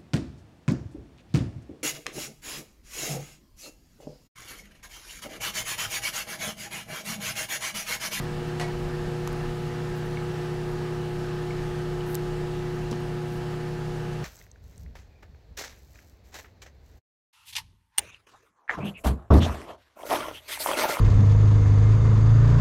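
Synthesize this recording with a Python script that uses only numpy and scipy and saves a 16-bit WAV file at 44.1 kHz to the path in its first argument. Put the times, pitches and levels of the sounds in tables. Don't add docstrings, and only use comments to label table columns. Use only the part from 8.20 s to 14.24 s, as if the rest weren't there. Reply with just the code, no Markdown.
import sys
import numpy as np
from scipy import signal
from scipy.fft import rfft, irfft
from scipy.io import wavfile
from scipy.ndimage import uniform_filter1d, map_coordinates

SR = 44100
rng = np.random.default_rng(int(sys.argv[2]) if len(sys.argv) > 2 else 0)


def put_to_file(sound):
    columns = np.atleast_2d(sound).T
    safe = np.clip(columns, -1, 1)
    whole_steps = np.round(safe * 32767)
    wavfile.write(sys.argv[1], SR, whole_steps.astype(np.int16))


def volts_from_db(level):
    exponent = np.asarray(level, float) / 20
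    return 10 ** exponent


N = 266364
T = np.arange(N) / SR
MAINS_HZ = 59.963

# t/s, share of the way/0-1
DRIFT = [(0, 0.05), (.5, 0.2), (1.5, 0.22), (2.4, 0.33), (3.8, 0.43), (4.7, .69), (5.5, 0.79), (6.04, 0.95)]
FADE_DB = -2.5


def unit(x):
    return x / np.sqrt(np.mean(x ** 2) + 1e-20)


def along(points, hz):
    f, v = np.transpose(points)
    return np.interp(np.log(hz + 1), np.log(f + 1), v)


def curves(rows):
    s, *cols = np.transpose(rows)
    return [np.interp(T, s, c) for c in cols]


def wobble(rate):
    return map_coordinates(rng.standard_normal(200), [np.clip(T * rate, 0, 198)])


def coloured(x, gain_db):
    hz = np.fft.rfftfreq(len(x), 1 / SR)
    return irfft(rfft(x) * volts_from_db(gain_db(hz)), len(x))


def bell(centre_hz, octaves):
    return lambda hz: np.maximum(-6 * (np.log2((hz + 1) / centre_hz) / octaves) ** 2, -120)


def lifts(modes, hz):
    return sum(db / (1 + (2 * (hz - centre) / width) ** 2) for centre, width, db in modes)


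def add(track, s, sound):
    part = track[max(round(s * SR), 0):][:len(sound)]
    part += sound[:len(part)]


def tone(turns, db, drift_db):
    level = np.sqrt(2) * volts_from_db(db + drift_db * wobble(1.61))
    return level * np.sin(2 * np.pi * (turns + rng.random()))


def transformer():
    # multiple of the mains, level/dB
    hum = [(1, -70), (2, -41), (3, -51.5), (10, -64), (12, -52.5), (14, -50.5), (15, -63.5), (16, -59.5),
           (17, -70.5), (18, -67), (20, -69), (22, -59), (24, -68), (25, -80), (26, -78), (27, -69),
           (28, -62), (33, -67.5)]
    # multiple, level/dB, echo share/0-1,
    # share of the way where loudest/0-1, swells over the way
    panels = [(4, -48, 0.27, -0.043, .9), (6, -36.5, 0.49, 0.55, 0.76), (7, -53, 0.57, 0.41, 1.84),
              (8, -46, 0.21, 0.058, 0.94)]
    way, = curves(DRIFT)
    out = sum(tone(k * MAINS_HZ * T, db, drift_db=0.76) for k, db in hum)
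    for k, db, echo, loudest, swells in panels:
        standing = np.abs(1 + echo * np.exp(2j * np.pi * swells * (way - loudest)))
        out += standing * tone(k * MAINS_HZ * T, db + FADE_DB * way, drift_db=-0.5)
    return out


def laminations():
    # f/Hz, level of each line/dB
    buzz = [(2000, -79.5), (3500, -75.5), (5500, -87), (8000, -91), (11500, -95), (15000, -100)]
    k = np.arange(34, 256)
    uneven_db = 6.0 * rng.standard_normal(len(k)).clip(-3, 1.4)
    odd_db = -2.3 * (k % 2)
    lines = volts_from_db(along(buzz, k * MAINS_HZ) + uneven_db + odd_db)
    spectrum = np.pad(lines * np.exp(2j * np.pi * rng.random(len(k))), (34, 4097 - 256))
    cycle = irfft(spectrum) * 4096 * np.sqrt(2)
    return np.interp(T * MAINS_HZ % 1 * 8192, np.arange(8192), cycle, period=8192)


def fan():
    # t/s, turns a second/Hz
    shaft = [(0, 38.18), (1.5, 38.19), (3.5, 38.187), (4.2, 38.165), (6.04, 38.172)]
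    # multiple of shaft, multiple of mains added, level/dB
    fan_lines = [(1, 0, -61.5), (4, 0, -34.5), (8, -2, -50), (8, 0, -73.5), (12, 0, -58), (16, 0, -58),
                 (18, -2, -68), (18, 0, -60), (18, 2, -68), (28, 0, -77), (36, 0, -69), (36, 2, -63)]
    turns = np.cumsum(curves(shaft)[0] + 0.013 * wobble(3.92)) / SR
    return sum(tone(k * turns + m * MAINS_HZ * T, db, drift_db=0.0) for k, m, db in fan_lines)


def rush(spectrum, patchy_db):
    # f/Hz, width/Hz, lift/dB
    duct = [(145, 7.8, 11.5), (166, 11.3, 9.5), (275, 28, 2), (348, 11, 4.5), (376, 44, 4), (464, 41, 3),
            (698, 180, 1), (802, 36, 4), (1224, 88, 5), (1284, 20, 3), (1594, 120, 5), (1795, 87, 7),
            (1980, 50, 2), (2280, 63, 2.5), (2760, 155, 5.5), (2980, 74, 7), (4080, 120, 2),
            (4400, 130, 1.5), (11800, 1500, 1)]
    z = signal.stft(rng.standard_normal(N + 512), nperseg=512)[2]
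    field = uniform_filter1d(rng.standard_normal(z.shape), size=6, axis=0)
    field = uniform_filter1d(field, size=14, axis=1)
    noise = signal.istft(z * volts_from_db(patchy_db * unit(field)), nperseg=512)[1][:N]
    return unit(coloured(noise, lambda hz: along(spectrum, hz) + lifts(duct, hz)))


def air():
    # f/Hz, level/dB per Hz
    rumble_colour = [(8, -46), (14, -11), (22, 0.5), (38, 3.5), (55, -8.5), (90, -7), (115, -11.5),
                     (200, -11.5), (320, -16.5), (500, -30), (800, -66)]
    # f/Hz, level/dB per Hz
    body_colour = [(150, -12.5), (300, 2.5), (450, 3), (560, -1.5), (1000, -1), (1500, -4), (2000, -6.5),
                   (2600, -11), (4000, -38), (6000, -60)]
    # f/Hz, level/dB per Hz
    hiss_colour = [(1200, -52), (2200, -3), (3300, 0.5), (5000, -1.5), (7500, -7.5), (10000, -12.5),
                   (13000, -17), (16500, -21.5)]
    way, = curves(DRIFT)
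    gust = wobble(7.6)
    rumble = volts_from_db(-38.5 + 0.44 * gust) * rush(rumble_colour, patchy_db=-1.25)
    body = volts_from_db(-41.5 + 0.58 * gust) * rush(body_colour, patchy_db=1.04)
    hiss = volts_from_db(-50.5 + 0.27 * gust) * rush(hiss_colour, patchy_db=1.1)
    return volts_from_db(FADE_DB * way) * (rumble + body + hiss)


def finger_ticks():
    # t/s, peak level/dB, centre f/Hz, width/octaves, time to fall 60 dB/s
    ticks = [(.2859, -47, 12500, .3, .006), (1.0752, -32, 4000, 1.4, 0.0079), (1.1283, -44, 9000, .8, .012),
             (1.6912, -48, 11000, .4, .008), (3.9445, -40, 6000, .8, .012), (3.949, -40, 9500, 0.56, 0.039),
             (3.9507, -38, 2800, 0.55, 0.0057), (3.9527, -34, 5800, 0.43, 0.0043),
             (4.713, -38.5, 5270, 0.52, 0.017), (4.7115, -49, 9500, .6, 0.069),
             (4.717, -42, 4300, 0.34, .02), (4.728, -42, 4000, .6, .02), (4.756, -51, 6000, .4, .03),
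             (4.8022, -52, 11000, .6, .015)]
    out, t = np.zeros(N), np.arange(4096) / SR
    for s, db, hz, octaves, t60 in ticks:
        burst = unit(coloured(rng.standard_normal(len(t)), bell(hz, octaves)))
        add(out, s, volts_from_db(db - 60 * t / t60) * burst)
    return out


def skin_creaks():
    # start t/s, end t/s, level/dB, centre f/Hz, slips a second/Hz
    creaks = [(0, 0.052, -61, 11000, 600), (1.74, 1.8, -60, 13000, 300), (1.84, 1.88, -63, 12500, 400),
              (2.48, 2.54, -63, 9000, 700), (3.861, 3.967, -52.5, 12000, 410), (4.28, 4.42, -55, 3000, 900),
              (5.068, 5.205, -62, 11000, 800)]
    out, t = np.zeros(N), np.arange(200) / SR
    for start, end, db, hz, rate in creaks:
        u = np.arange(8192) / SR / (end - start)
        slips = (rng.random(len(u)) < rate / SR) * volts_from_db(3.3 * rng.standard_normal(len(u)))
        grain = np.convolve(slips, volts_from_db(-60 * t / .003))[:len(u)] + 0.45
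        drag = unit(coloured(grain * rng.standard_normal(len(u)), bell(hz, 0.5)))
        swell = np.sqrt(np.sin(np.pi * np.clip(u, 0, 1)).clip(0))
        add(out, start, volts_from_db(db) * drag * swell)
    return out


def snaps():
    snap_times = (1.0756, 3.947, 3.953)
    # peak level/dB, f/Hz, half length/s
    snap_modes = [
        [(-26.5, 1100, 0.00064), (-34, 2600, .0003), (-39, 4800, .00012), (-28, 6500, .0002),
         (-36, 11000, 0.00011), (-34, 13000, .00022)],
        [(-40, 3200, .0002), (-31, 4200, .00022), (-34, 8200, 0.00014), (-38, 9100, .0001),
         (-27, 13500, .00015)],
        [(-38, 3400, 0.00025), (-35, 4000, 0.00025), (-30, 6700, .0003), (-28, 8100, 0.00031),
         (-23, 11700, 0.00027), (-35, 15300, .00025)],
    ]
    out, t = np.zeros(N), np.arange(-220, 220) / SR
    for s, modes in zip(snap_times, snap_modes):
        burst = np.zeros(len(t))
        for db, hz, half in modes:
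            push = volts_from_db(db) * np.exp(-(t / half) ** 2 / 2)
            burst += push * np.cos(2 * np.pi * (hz * t + rng.random()))
        add(out, s + t[0], burst)
    return out


def struck(modes, blows):
    out, t = np.zeros(N), np.arange(SR // 4) / SR
    ring = np.zeros(len(t))
    for hz, db, t60 in modes:
        onset = 1 - np.exp(-t * hz / 0.14)
        ring += volts_from_db(db - 60 * t / t60) * np.sin(2 * np.pi * hz * t) * onset
    for s, db in blows:
        add(out, s, volts_from_db(db) * ring)
    return out


def turning_plate():
    # f/Hz, level/dB, time to fall 60 dB/s
    plate, roller = [(2240, -3, 0.013), (2225, -9, 0.08), (1750, -6, .01)], [(2970, 0, 0.027)]
    # t/s, level/dB
    pips, taps = [(1.972, -29.5), (3.3073, -32)], [(3.808, -36)]
    return struck(plate, pips) + struck(roller, taps)


def thumb():
    # f/Hz, level/dB, time to fall 60 dB/s
    shell, button = [(228, -1.5, 0.11), (165, -3, 0.067), (292, -5, .07), (345, -12, 0.057),
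                     (414, -9.5, 0.067)], [(1090, -1, .016), (3000, -8, .01)]
    # t/s, level/dB
    thuds, presses = [(4.718, -24)], [(4.728, -27)]
    return struck(shell, thuds) + struck(button, presses)


def object_ring():
    # f/Hz, level/dB, time to fall 60 dB/s
    rim, base = [(1780, -3, 0.034), (2800, -1.5, 0.021)], [(705, -3.5, 0.14), (942, -3.5, 0.14), (1930, -5, 0.17), (2200, -4.5, 0.12),
                              (4270, -3, .035)]
    # t/s, level/dB
    rim_blows, base_blows = [(.398, -29)], [(.411, -33.5), (.441, -39), (.479, -42)]
    return struck(rim, rim_blows) + struck(base, base_blows)


def object_knock():
    # t/s, level/dB
    knocks = [
        (.3972, -34.5),
        (.411, -35),
        (.44, -45),
        (0.479, -49),
    ]
    # f/Hz, level/dB per Hz
    knock_colour = [(300, -25), (600, 2), (2000, -2), (4500, -5), (9000, -9.5), (13000, -20), (16000, -29)]
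    # f/Hz, width/Hz, lift/dB
    counter = [(705, 98, 8), (935, 51, 1), (1590, 40, 2), (1930, 48, 8), (2200, 41, 10), (2850, 100, 8)]
    # f/Hz, time to fall 60 dB/s
    room = [(500, 0.37), (3000, 0.22), (10000, 0.14), (15000, .08)]
    out = np.zeros(N)
    for s, db in knocks:
        noise = rng.standard_normal(SR // 2)
        noise = unit(coloured(noise, lambda f: along(knock_colour, f) + lifts(counter, f)))
        hz, t, z = signal.stft(noise, SR, nperseg=128)
        decay = volts_from_db(-60 * t / along(room, hz)[:, None])
        add(out, s, volts_from_db(db) * signal.istft(z * decay, SR, nperseg=128)[1])
    return out


def kitchen():
    # f/Hz, level/dB
    kitchen_tones = [(83.02, -51), (14994, -86)]
    return sum(tone(hz * T, db, drift_db=0.0) for hz, db in kitchen_tones)


def scene():
    oven = transformer() + laminations() + fan() + air() + turning_plate()
    hand = finger_ticks() + skin_creaks() + snaps() + thumb()
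    return (oven + hand + object_ring() + object_knock() + kitchen())[None]


def band_limit(x):
    return signal.sosfilt(signal.butter(12, 16230, fs=SR, output="sos"), x)


def record(dry):
    band = coloured(dry[0], lambda hz: -40.0 * (hz > 15800))[None]
    return band_limit(band)


dry = scene()
out = record(dry)
put_to_file(out)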